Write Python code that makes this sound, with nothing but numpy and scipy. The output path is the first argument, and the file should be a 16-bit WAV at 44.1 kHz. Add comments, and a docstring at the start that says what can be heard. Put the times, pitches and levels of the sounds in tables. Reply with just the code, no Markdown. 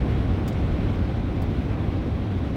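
"""Inside a car cruising on a snowy highway in wind.
The uneven road forces the body into a low boom, with heavier thuds at rough patches, and excites two
resonances of the cabin. The tyres roar through the floor; turbulent air rushes round the windscreen.
A few brief, crisp friction scuffs sound close by, perhaps trim or cloth shifting."""
import sys
import numpy as np
from scipy import signal
from scipy.fft import rfft, irfft
from scipy.io import wavfile
from scipy.ndimage import uniform_filter1d

SR = 44100
rng = np.random.default_rng(int(sys.argv[2]) if len(sys.argv) > 2 else 0)


def put_to_file(sound):
    """Save the sound as 16-bit audio at rate SR, in the file named by the first command-line argument."""
    columns = np.atleast_2d(sound).T  # one column per channel
    safe = np.clip(columns, -1, 1)
    whole_steps = np.round(safe * 32767)
    wavfile.write(sys.argv[1], SR, whole_steps.astype(np.int16))


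N = 112896


def gain_of(db):
    """Amplitude grows tenfold for every 20 dB."""
    return 10 ** (np.asarray(db) / 20)


def unit_rms(x):
    """Normalisation to a mean power of 1."""
    return x / np.sqrt(np.mean(x ** 2) + 1e-20)


def response(spectrum, hz):
    """Amplitude response at hz, interpolated in dB along a logarithmic frequency axis."""
    points_hz, db = np.transpose(spectrum)
    return gain_of(np.interp(np.log(hz + 1), np.log(points_hz + 1), db))


def envelope(levels):
    """Amplitude envelope, interpolated in dB between points in time."""
    times_s, db = np.transpose(levels)
    return gain_of(np.interp(np.arange(N) / SR, times_s, db))


def add(mix, start_s, sound):
    """Superposition: a sound adds to the mix from its start onward."""
    part = mix[round(start_s * SR):][:len(sound)]
    part += sound[:len(part)]


def coloured(x, spectrum):
    """Linear filtering imposes a spectral shape; the result has rms 1."""
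    hz = np.fft.rfftfreq(len(x), 1 / SR)
    return unit_rms(irfft(rfft(x) * response(spectrum, hz), len(x)))


def steadied(x, samples):
    """Division by the running rms takes the slow chance swells out of a noise."""
    return x / np.sqrt(uniform_filter1d(x ** 2, samples) + 1e-12)


def modulated_noise(patchy_db, flutter_db):
    """Random amplitude modulation of white noise: drifting patches, and a flutter common to all bands."""
    frames = dict(nperseg=512, noverlap=384)
    bands = signal.stft(rng.standard_normal(N), **frames)[2]
    across_bands = uniform_filter1d(rng.standard_normal(bands.shape), size=7, axis=0)
    patches = unit_rms(uniform_filter1d(across_bands, size=24, axis=1))
    flutter = unit_rms(uniform_filter1d(rng.standard_normal(bands.shape[1]), size=8))
    modulation = gain_of(patchy_db * patches + flutter_db * flutter)
    return signal.istft(bands * modulation, **frames)[1][:N]


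def wind_rush():
    """Turbulence: eddies along the windscreen and door seals make a broadband hiss that slowly eases."""
    # Spectrum of the rushing air. Each row: frequency in Hz, relative density in dB.
    spectrum = [(300, -18), (1000, -5.5), (1500, 2.5), (1680, -4), (2080, 1), (2550, -2), (2850, -5),
                (3300, -4.5), (3900, -7.5), (4700, -15), (6000, -20), (6900, -26.5), (8200, -27),
                (10000, -30.5), (13000, -35), (15700, -30.5)]
    # Course of the wind. Each row: time in seconds, relative level in dB.
    levels = [(0, -45.5), (0.5, -46.5), (0.85, -45.5), (1.25, -48.5), (1.6, -46.5), (1.9, -48), (2.3, -48)]
    eddies = modulated_noise(patchy_db=1.0, flutter_db=0.72)
    return gain_of(0.5) * envelope(levels) * coloured(eddies, spectrum)


def scuff(db, edge_hz, lift_db, samples=4096):
    """Stick-slip friction: a short run of tiny slips excites a surface's resonances and dies away."""
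    # Spectrum of the friction. Each row: frequency in Hz, relative density in dB.
    spectrum = [(1000, -9), (2500, 2), (3900, 1), (4800, -1), (6100, -4), (6900, 0), (7900, -1.5),
                (9000, -7), (12500, -5), (15700, 0)]
    # Resonances of the surface. Each row: centre in Hz, width in Hz, boost in dB.
    resonances = [(4860, 140, 10), (5590, 190, 3.5), (6620, 140, 3)]
    rise_s, hold_s, t60_s = 0.0039, 0.0026, 0.074
    slips_per_s, slip_share = 1400, 0.28  # share of the power; the rest is smooth hiss
    t, hz = np.arange(samples) / SR, np.fft.rfftfreq(samples, 1 / SR)
    slips = unit_rms(rng.standard_normal(samples) * (rng.random(samples) < slips_per_s / SR))
    hiss = rng.standard_normal(samples)
    friction = coloured(np.sqrt(slip_share) * slips + np.sqrt(1 - slip_share) * hiss, spectrum)
    low_pass = 1 / np.sqrt(1 + (hz / edge_hz) ** 10)
    shelf = response([(7000, 0), (12000, lift_db)], hz)
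    peaks = gain_of(sum(boost / (1 + (2 * (hz - centre) / width) ** 2)
                        for centre, width, boost in resonances))
    rub = unit_rms(irfft(rfft(friction) * low_pass * shelf * peaks))
    rise = np.minimum(t / rise_s, 1)
    decay = np.exp(-np.log(1000) * np.maximum(t - rise_s - hold_s, 0) / t60_s)
    return gain_of(db) * rise * decay * rub


def tyre_roar():
    """Transmission loss: the floor muffles the noise of the tread on snowy asphalt."""
    # Spectrum of the roar in the cabin. Each row: frequency in Hz, relative density in dB.
    spectrum = [(60, -25), (120, -5.5), (165, 1), (240, -1), (305, -2), (350, -6), (420, -10), (490, -12.5),
                (570, -12.5), (660, -16.5), (760, -14.5), (900, -21), (1100, -21.5), (1450, -29.5),
                (1700, -29.5), (3000, -45.5), (8000, -73)]
    # Course of the roar. Each row: time in seconds, relative level in dB.
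    levels = [(0, -28), (0.2, -29), (0.34, -28), (0.6, -29.5), (0.85, -28), (1.15, -30), (1.5, -29),
              (1.7, -30), (2.05, -29.5), (2.2, -31), (2.35, -30), (2.55, -29.5)]
    tread = modulated_noise(patchy_db=0.4, flutter_db=-0.38)
    return gain_of(0.4) * envelope(levels) * steadied(coloured(tread, spectrum), samples=7000)


def cabin_drone(levels, centre_hz, width_hz):
    """Resonance: driven at random by the road, a cabin mode rings in a narrow band, its pitch wavering."""
    hz = np.fft.rfftfreq(N, 1 / SR)
    resonance = 1 / (1 + (2 * (hz - centre_hz) / width_hz) ** 2)
    ringing = irfft(rfft(rng.standard_normal(N)) * resonance, N)
    return envelope(levels) * steadied(unit_rms(ringing), samples=2600)


def thud(db, samples=8192):
    """Transient excitation: one uneven patch gives the body a brief, heavier shake."""
    # Spectrum of the shake. Each row: frequency in Hz, relative density in dB.
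    spectrum = [(18, -49), (33, -11), (60, -3), (95, -8), (125, -15), (200, -30), (700, -95)]
    rise_s, hold_s, release_s = 0.0085, 0.0128, 0.029
    corners_s = np.cumsum([0, rise_s, hold_s, release_s])
    pulse = np.interp(np.arange(samples) / SR, corners_s, [0, 1, 1, 0])
    shake = coloured(rng.standard_normal(samples), spectrum)
    return gain_of(db) * pulse * steadied(shake, samples=1500)


def body_boom():
    """Forced vibration: the uneven road shakes the body and the air it encloses."""
    # Spectrum of the boom. Each row: frequency in Hz, relative density in dB.
    spectrum = [(15, -58), (25, -27), (31, -3), (46, -6), (66, 0.5), (80, -5), (93, -2), (122, -3),
                (145, -10.5), (250, -33.5), (600, -84)]
    # Course of the boom. Each row: time in seconds, relative level in dB.
    levels = [(0, -29.5), (0.18, -26), (0.4, -27.5), (0.7, -29), (0.95, -27.5), (1.15, -30), (1.45, -27.5),
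              (1.9, -27.5), (2.15, -28.5), (2.55, -28.5)]
    vibration = coloured(rng.standard_normal(N), spectrum)
    return gain_of(1) * envelope(levels) * steadied(vibration, samples=3600)


def scene():
    """The pressures of all sources superpose at one point behind the dashboard."""
    # Scuffs close by. Each row: start in seconds, level in dB, treble edge in Hz, treble lift in dB.
    scuffs = [(0.4755, -40, 19000, -3.5), (0.524, -54, 8200, 2), (0.928, -64, 14000, 1),
              (1.416, -49, 19000, 2.6)]
    # Tyres striking uneven patches. Each row: start in seconds, level in dB.
    thuds = [(0.094, -25), (0.266, -20.5), (0.296, -20.5), (0.551, -21), (0.617, -22), (0.716, -20),
             (0.837, -20), (1.016, -23), (1.17, -22.5), (2.115, -25)]
    # Course of the upper cabin mode. Each row: time in seconds, level in dB.
    upper_levels = [(0, -40), (0.5, -39), (0.75, -30), (1.0, -31), (1.2, -36), (1.5, -30.5), (2.0, -39),
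                    (2.4, -33)]
    # The deeper mode, strong over the first rough stretch. Each row: time in seconds, level in dB.
    deep_levels = [(0, -27), (0.31, -27.5), (0.38, -42), (2.55, -49)]
    cabin = body_boom() + tyre_roar() + wind_rush()
    for start_s, db, edge_hz, lift_db in scuffs:
        add(cabin, start_s, scuff(db, edge_hz, lift_db))
    for start_s, db in thuds:
        add(cabin, start_s, thud(db))
    cabin += cabin_drone(upper_levels, centre_hz=93, width_hz=21.4)
    cabin += cabin_drone(deep_levels, centre_hz=66.4, width_hz=17)
    return cabin[None]


def record(dry):
    """Band limiting: steep filters remove the deepest bass and highest treble; the onset fades in."""
    low_cut_hz, high_cut_hz, fade_in_s = 29, 15850, 0.006
    hz = np.fft.rfftfreq(2 * N, 1 / SR)
    high_pass = 1 / np.sqrt(1 + (low_cut_hz / (hz + 1)) ** 20)
    filtered = irfft(rfft(dry, 2 * N) * high_pass)[:, :N]
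    fade_in = np.minimum(np.arange(N) / SR / fade_in_s, 1)
    low_pass = signal.firwin(1023, high_cut_hz, window=("kaiser", 9), fs=SR)
    return signal.oaconvolve(filtered * fade_in, low_pass[None], "same")


dry = scene()
out = record(dry)
put_to_file(out)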